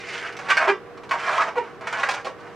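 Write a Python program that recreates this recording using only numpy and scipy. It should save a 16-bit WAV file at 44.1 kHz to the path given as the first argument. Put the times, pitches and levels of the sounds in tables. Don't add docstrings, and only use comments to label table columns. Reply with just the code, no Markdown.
import sys
import numpy as np
from scipy import signal
from scipy.fft import rfft, irfft
from scipy.io import wavfile
from scipy.ndimage import uniform_filter1d, map_coordinates

SR = 44100
rng = np.random.default_rng(int(sys.argv[2]) if len(sys.argv) > 2 else 0)


def transcribe(u):
    v = np.clip(np.atleast_2d(u).T, -1, 1)
    q = np.round(v * 32767).astype(np.int16)
    wavfile.write(sys.argv[1], SR, q)


N = 112454


def amp(db):
    return 10 ** (np.asarray(db) / 20)


def unit(x):
    return x / np.sqrt(np.mean(x ** 2) + 1e-20)


def look_up(points, hz):
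    row_hz, value = np.transpose(points)
    return np.interp(np.log(hz + 1), np.log(row_hz), value)


def add(mix, start_s, sound):
    part = mix[max(round(start_s * SR), 0):][:len(sound)]
    part += sound[:len(part)]


def colour(x, points, size=2048):
    log_gain = np.log(amp(look_up(points, abs(np.fft.fftfreq(size, 1 / SR)))))
    taps = np.fft.ifft(np.exp(np.conj(signal.hilbert(log_gain)))).real
    return signal.fftconvolve(x, taps)[:len(x)]


def resonate(x, hz, width_hz):
    turn = np.exp(2j * np.pi * np.cumsum(hz * np.ones(len(x))) / SR)
    decay = np.exp(-np.pi * width_hz / SR)
    return 2 * (turn * signal.lfilter([1 - decay], [1, -decay], x / turn + 1e-18)).real


def drift(n, per_s):
    return np.interp(np.arange(n) * per_s / SR, np.arange(4096), rng.standard_normal(4096))


# frequency in Hz, relative level in dB.
AIR_TONE = [(15, -74.5), (25, -24.5), (84, -18.5), (117, -10), (285, -12), (317, -12.5), (344, -14),
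            (373, -4), (476, -8), (516, -11.5), (796, -9.5), (863, -22), (988, -12.5), (1700, -16.5),
            (3250, -31.5), (16000, -59)]
# frequency in Hz, gain in dB.
AIR_WIDTH = [(30, -3), (120, -3), (350, -7), (1500, -11), (5000, -1), (12000, -3)]
# pitch in Hz, level in dB.
HUM_NOTES = [(317.6, -56.5), (473.7, -48), (1157, -57)]


def ventilation():
    mid, side = (amp(-43.5) * unit(colour(rng.standard_normal(N + SR), AIR_TONE)[SR:]) for _ in range(2))
    for hz, db in HUM_NOTES:
        phase = 2 * np.pi * np.cumsum(hz + 3.56 * drift(N, 13.99)) / SR
        waver = 1 + .061 * drift(N, 25)
        mid = mid + amp(db) * np.sqrt(2) * np.sin(phase) * waver
    side = colour(side, AIR_WIDTH)
    return np.array([mid + side, mid - side])


# frequency in Hz, seconds to fade by 60 dB.
ROOM_FADE = [(200, 0.13), (450, 0.19), (1200, 0.16), (3000, 0.18), (6000, 0.22), (12000, 0.061)]


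def room_tail(rise_s=.0068):
    noise = rng.standard_normal(SR // 2)
    t = np.arange(len(noise)) / SR
    rise = np.minimum(t / rise_s, 1)
    shape = rise * np.exp(-t / .03) + .01
    for _ in range(3):
        spectrum = rfft(noise * shape)
        noise = irfft(spectrum / (abs(spectrum) + 1e-9), len(noise)) / shape
        noise /= np.sqrt(uniform_filter1d(noise ** 2, size=400))
    hz, age_s, bands = signal.stft(noise, SR, nperseg=256)
    fade = 10 ** (-3 * age_s / look_up(ROOM_FADE, hz)[:, None])
    tail = signal.istft(bands * fade, SR, nperseg=256)[1][:len(t)] * rise ** 2
    return tail / np.linalg.norm(tail)


# delay in seconds, strength as a share of the direct sound.
NEAR_ECHOES = [(.0032, 0.87), (.0047, 0.38), (.0069, 0.21), (0.0111, 0.18), (0.0136, 0.25)]
# frequency in Hz, gain in dB.
ROOM_WIDTH = [(200, -14.5), (1200, -15), (2500, -15.5), (5000, -9.5), (9000, 0)]
MOVES_PER_S = 7


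def room(x):
    mid, t = x.copy(), np.arange(N) / SR
    for delay_s, gain in NEAR_ECHOES:
        late_s = delay_s + .0003 * drift(N, MOVES_PER_S)
        mid += gain * map_coordinates(x, [(t - late_s) * SR], order=3)
    tail, wide = (amp(-2) * signal.fftconvolve(x, room_tail())[:N] for _ in range(2))
    side = colour(wide, ROOM_WIDTH)
    return np.array([mid + tail + side, mid + tail - side])


# pitch in Hz, width in Hz, gain in dB.
RINGING_NOTES = [(378, 26, -2), (972, 25, -3.5), (1105, 17, -0.5), (1547, 37, -1), (2195, 240, -6.5),
                 (2936, 183, -3.5)]


def ringing(rubbing):
    bend = 1 + .04 * drift(N, MOVES_PER_S)
    return rubbing + sum(amp(db) * resonate(rubbing, hz * bend, width) for hz, width, db in RINGING_NOTES)


def cut_lows(x, ring_hz):
    cutoff_hz = np.clip(.41 * ring_hz, 50, 5000)
    return signal.sosfilt(signal.butter(2, cutoff_hz, "high", fs=SR, output="sos"), x)


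def slips(per_s, jitter=.3, spread_db=2):
    gap, size = rng.standard_normal((2, 400))
    due = np.cumsum(np.exp(jitter * gap))
    at = np.searchsorted(np.cumsum(per_s) / SR, due - due[0])
    in_time = at < len(per_s)
    pulses = np.zeros(len(per_s))
    pulses[at[in_time]] = amp(spread_db * np.tanh(size[in_time]))
    return pulses / np.sqrt(per_s)


# frequency in Hz, relative level in dB.
SCRATCH_TONE = [(60, -58), (220, 16), (420, -12.5), (1200, -4.5), (2400, 10), (3500, 5), (5800, -1),
                (8000, -9.5), (10000, -17), (11200, -31.5), (12200, -85), (13500, -27.5), (15800, -31.5)]


def scratch(pulses, grit_s=.0018, grit_db=-9.5):
    trails = signal.lfilter([1], [1, -np.exp(-1 / (grit_s * SR))], pulses)
    grit = trails * rng.standard_normal(len(pulses))
    return unit(colour(pulses + amp(grit_db) * grit, SCRATCH_TONE))


# frequency in Hz, relative level in dB.
SKIN_TONE = [(60, -62.5), (260, -12.5), (420, 1), (650, 8.5), (1100, 1.5), (1800, 2), (2400, 3.5),
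             (3300, -6), (5000, -8.5), (9000, -18.5), (12000, -85)]


def creak(slips_per_s, ring_hz, scratch_db):
    hz = np.mean(ring_hz)
    knock_width_hz, sing_width_hz = hz / .88, hz / 7.2
    pulses = slips(slips_per_s)
    knock = cut_lows(pulses, hz)
    for _ in range(2):
        knock = resonate(knock, ring_hz, knock_width_hz)
    sing = resonate(knock, ring_hz, sing_width_hz)
    skin = unit(colour(unit(knock) + amp(-21.5) * unit(sing), SKIN_TONE))
    return skin + amp(scratch_db) * cut_lows(scratch(pulses), hz)


# time in seconds, level in dB, skin pitch in Hz,
# slips per second, scratch in dB compared with the ring.
TWIST_CURVES = [
    [(0, -41.5, 1970, 298, -1.5), (.04, -40, 1944, 343, -8.5), (.066, -39.5, 2060, 259, -4.5),
     (.11, -36.5, 1806, 286, -5), (.14, -35.5, 1690, 189, -1.5), (.22, -38.5, 1550, 95, -1.5),
     (.285, -36.5, 1592, 208, -8), (.31, -51, 1540, 225, -7), (.365, -39.5, 1330, 210, -18)],
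    [(.395, -42, 1197, 150, -10), (.44, -43, 1240, 212, -5.5), (.484, -30.5, 1260, 280, -14.5),
     (.507, -13, 1610, 347, -8), (.522, -32, 1400, 273, -22), (.535, -34, 1600, 260, -3),
     (.566, -30, 1356, 220, -18), (.58, -18.5, 1340, 265, -12), (.6, -27, 1180, 200, -21),
     (.636, -23, 1110, 186, -15.5), (.66, -28.5, 885, 220, -16), (.678, -17, 1070, 330, -18),
     (.708, -30, 1227, 380, -8)],
    [(1.11, -39.5, 1130, 257, -1), (1.14, -26, 1090, 172, -13), (1.162, -32, 1060, 150, -24),
     (1.185, -33, 1310, 194, -8.5), (1.258, -29.5, 1266, 187, -10.5), (1.293, -23, 1086, 181, -15),
     (1.32, -23, 1112, 171, -11.5), (1.369, -28, 1160, 201, -8.5), (1.381, -23.5, 1070, 161, -13),
     (1.424, -29.5, 1130, 129, -11), (1.452, -35.5, 1065, 241, -11.5), (1.485, -28, 990, 194, -15),
     (1.52, -54, 1020, 183, -10), (1.66, -43, 1165, 336, -14.5), (1.76, -57.5, 1190, 190, -7)],
    [(1.81, -37.5, 1050, 280, -17), (1.86, -39.5, 1070, 265, -14), (1.875, -39.5, 1390, 204, -5),
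     (1.918, -39, 1350, 362, -11), (1.94, -32, 1480, 255, -15), (1.975, -32, 1350, 247, -9.5),
     (2.026, -31, 1260, 269, -9.5), (2.07, -33.5, 1180, 332, -10.5), (2.115, -34, 1100, 245, -20),
     (2.15, -36.5, 1130, 255, -18), (2.18, -32.5, 1133, 198, -16), (2.22, -52, 1130, 220, 0)],
    [(2.38, -52, 1160, 170, -7.5), (2.455, -45.5, 1030, 161, -13.5), (2.55, -57, 1143, 138, -4)],
]


def twist(points, grip_changes_per_s=70, let_go_s=.0061):
    times, *curves = np.transpose(points)
    t = np.arange(times[0], times[-1], 1 / SR)
    db, ring_hz, slips_per_s, scratch_db = (np.interp(t, times, curve) for curve in curves)
    db = db + 2 * drift(len(t), grip_changes_per_s)
    ring_hz = ring_hz * (1 + .1 * drift(len(t), grip_changes_per_s))
    ease_off = np.minimum((times[-1] - t) / let_go_s, 1)
    return amp(db) * ease_off * creak(slips_per_s, ring_hz, scratch_db)


# frequency in Hz, relative level in dB.
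CRACK_TONE = [(100, -46), (1500, -5), (3200, 10), (5500, 5.5), (9000, -8.5), (11000, -17), (12200, -32.5),
              (14000, -15)]
# start in seconds, level in dB, skin pitch in Hz, fade in seconds,
# scratch in dB compared with the ring.
SUDDEN_RELEASES = [(.325, -46, 1600, 0.0034, 4.5), (.368, -38.5, 1471, .003, 4),
                   (0.3897, -28, 1240, 0.0022, -9), (0.488, -23, 1600, 0.006, -8),
                   (0.57, -19, 1420, 0.0043, -6.5), (0.973, -41, 994.2, 0.0062, -7.5),
                   (1.0347, -41.5, 992, 0.011, -6.5), (1.093, -35.5, 1220, 0.0041, -5),
                   (1.111, -19, 1330, 0.0069, -14), (1.419, -18, 1340, 0.0038, -14),
                   (1.557, -28, 790, 0.0055, -23), (1.81, -45.5, 1019, 0.0043, -0.5),
                   (1.871, -24, 1410, 0.0075, -9), (1.927, -24, 1250, 0.0075, -8),
                   (2.033, -16, 1380, 0.0051, -14), (2.088, -17, 1020, 0.0063, -6),
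                   (2.11, -22.5, 1000, 0.005, -4.5), (2.14, -25.5, 1220, 0.0051, -2.5),
                   (2.2461, -36, 710, 0.024, -2.5)]


def release(db, ring_hz, fade_s, scratch_db, slips_per_s=470, crack_s=.0025):
    t = np.arange(0, .06, 1 / SR)
    rasp = np.exp(-t / fade_s) * creak(np.full(len(t), slips_per_s), ring_hz, scratch_db)
    crack = np.exp(-t / crack_s) * unit(colour(rng.standard_normal(len(t)), CRACK_TONE))
    return amp(db) * np.sqrt(2) * (rasp + amp(scratch_db - 3.5) * crack)


# start in seconds, level in dB, skin pitch in Hz.
HARD_SLIPS = [(.522, -15, 1280), (0.63, -20, 1300), (.677, -12, 980), (1.16, -20, 1090), (1.292, -13, 1280),
              (1.3808, -8, 1200), (1.408, -8, 1210), (1.4387, -13, 1200), (1.474, -24.5, 1090),
              (2.038, -14, 1610)]


def snap(db, ring_hz, fade_s=.0012):
    t = np.arange(0, .02, 1 / SR)
    ring = np.sqrt(2) * np.sin(2 * np.pi * ring_hz * t) * np.minimum(t * ring_hz * 2, 1)
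    edge = amp(-17) * unit(colour(rng.standard_normal(len(t)), SCRATCH_TONE))
    return amp(db) * np.exp(-t / fade_s) * (ring + edge)


# start and length in seconds, level in dB, glide from and to in Hz (before the
# arch lowers both ends), skin pitch in Hz, roughness from 0 to 1, pure tone in dB next to the ring.
SQUEAK_GLIDES = [(0.121, 0.2, -34.5, 1730, 1545, 1700, 0.83, 8),
                 (0.49, 0.029, -17.5, 1608, 1523, 1597, 0, 1),
                 (0.51, 0.018, -15.5, 1244, 1153, 1200, 0.06, -24),
                 (0.571, 0.013, -17, 1556, 1480, 1500, 0.06, 4),
                 (0.629, 0.035, -33, 680, 578, 670, 0.2, -5),
                 (0.672, 0.041, -15.5, 403.8, 403.6, 1299, .17, -2),
                 (1.108, 0.015, -18.5, 1123, 1088, 1100, 0.03, 9),
                 (1.276, 0.027, -25, 1597, 1516, 1600, 0.13, -18),
                 (1.375, 0.035, -17.5, 1181, 1327, 1240, 0.62, 15),
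                 (1.562, 0.03, -15.5, 480, 461, 900, 0.17, 3),
                 (2.246, .036, -26.5, 689.7, 591.5, 1120, 0.64, 0),
                 (2.302, 0.017, -36.5, 647, 574, 500, 0.08, 0)]


def squeak(length_s, db, from_hz, to_hz, ring_hz, rough, pure_db):
    progress = np.arange(0, 1, 1 / (length_s * SR))
    glide_hz = from_hz + (to_hz - from_hz) * progress
    arch = 1 + .06 * (np.sin(np.pi * progress) - 1)
    wobble = 1 + .25 * rough * drift(len(progress), 600)
    cycles = np.cumsum(glide_hz * arch * wobble) / SR
    pulses = np.diff(np.floor(cycles), prepend=0)
    pulses *= 1 + rough * drift(len(progress), 515)
    ring = resonate(cut_lows(pulses, from_hz), ring_hz, width_hz=404)
    pure = amp(pure_db) * np.sqrt(2) * np.cos(2 * np.pi * cycles)
    tone = unit(unit(colour(ring, SKIN_TONE)) + pure)
    swell = np.interp(progress, [0, .66, 1], [.1, 1, 0])
    return amp(db) * swell * (tone + amp(-27.5) * scratch(pulses))


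def scene():
    rubbing = np.zeros(N)
    for points in TWIST_CURVES:
        add(rubbing, start_s=points[0][0], sound=twist(points))
    for play, table in (release, SUDDEN_RELEASES), (snap, HARD_SLIPS), (squeak, SQUEAK_GLIDES):
        for start_s, *settings in table:
            add(rubbing, start_s, play(*settings))
    in_room = amp(-1.22) * room(ringing(rubbing)) / np.sqrt(2)
    return (in_room + ventilation()) * amp([[-1], [1]])


def record(dry):
    low_pass = signal.firwin(511, 15900, window=("kaiser", 9), fs=SR)
    return signal.oaconvolve(dry, low_pass[None], "same")


dry = scene()
out = record(dry)
transcribe(out)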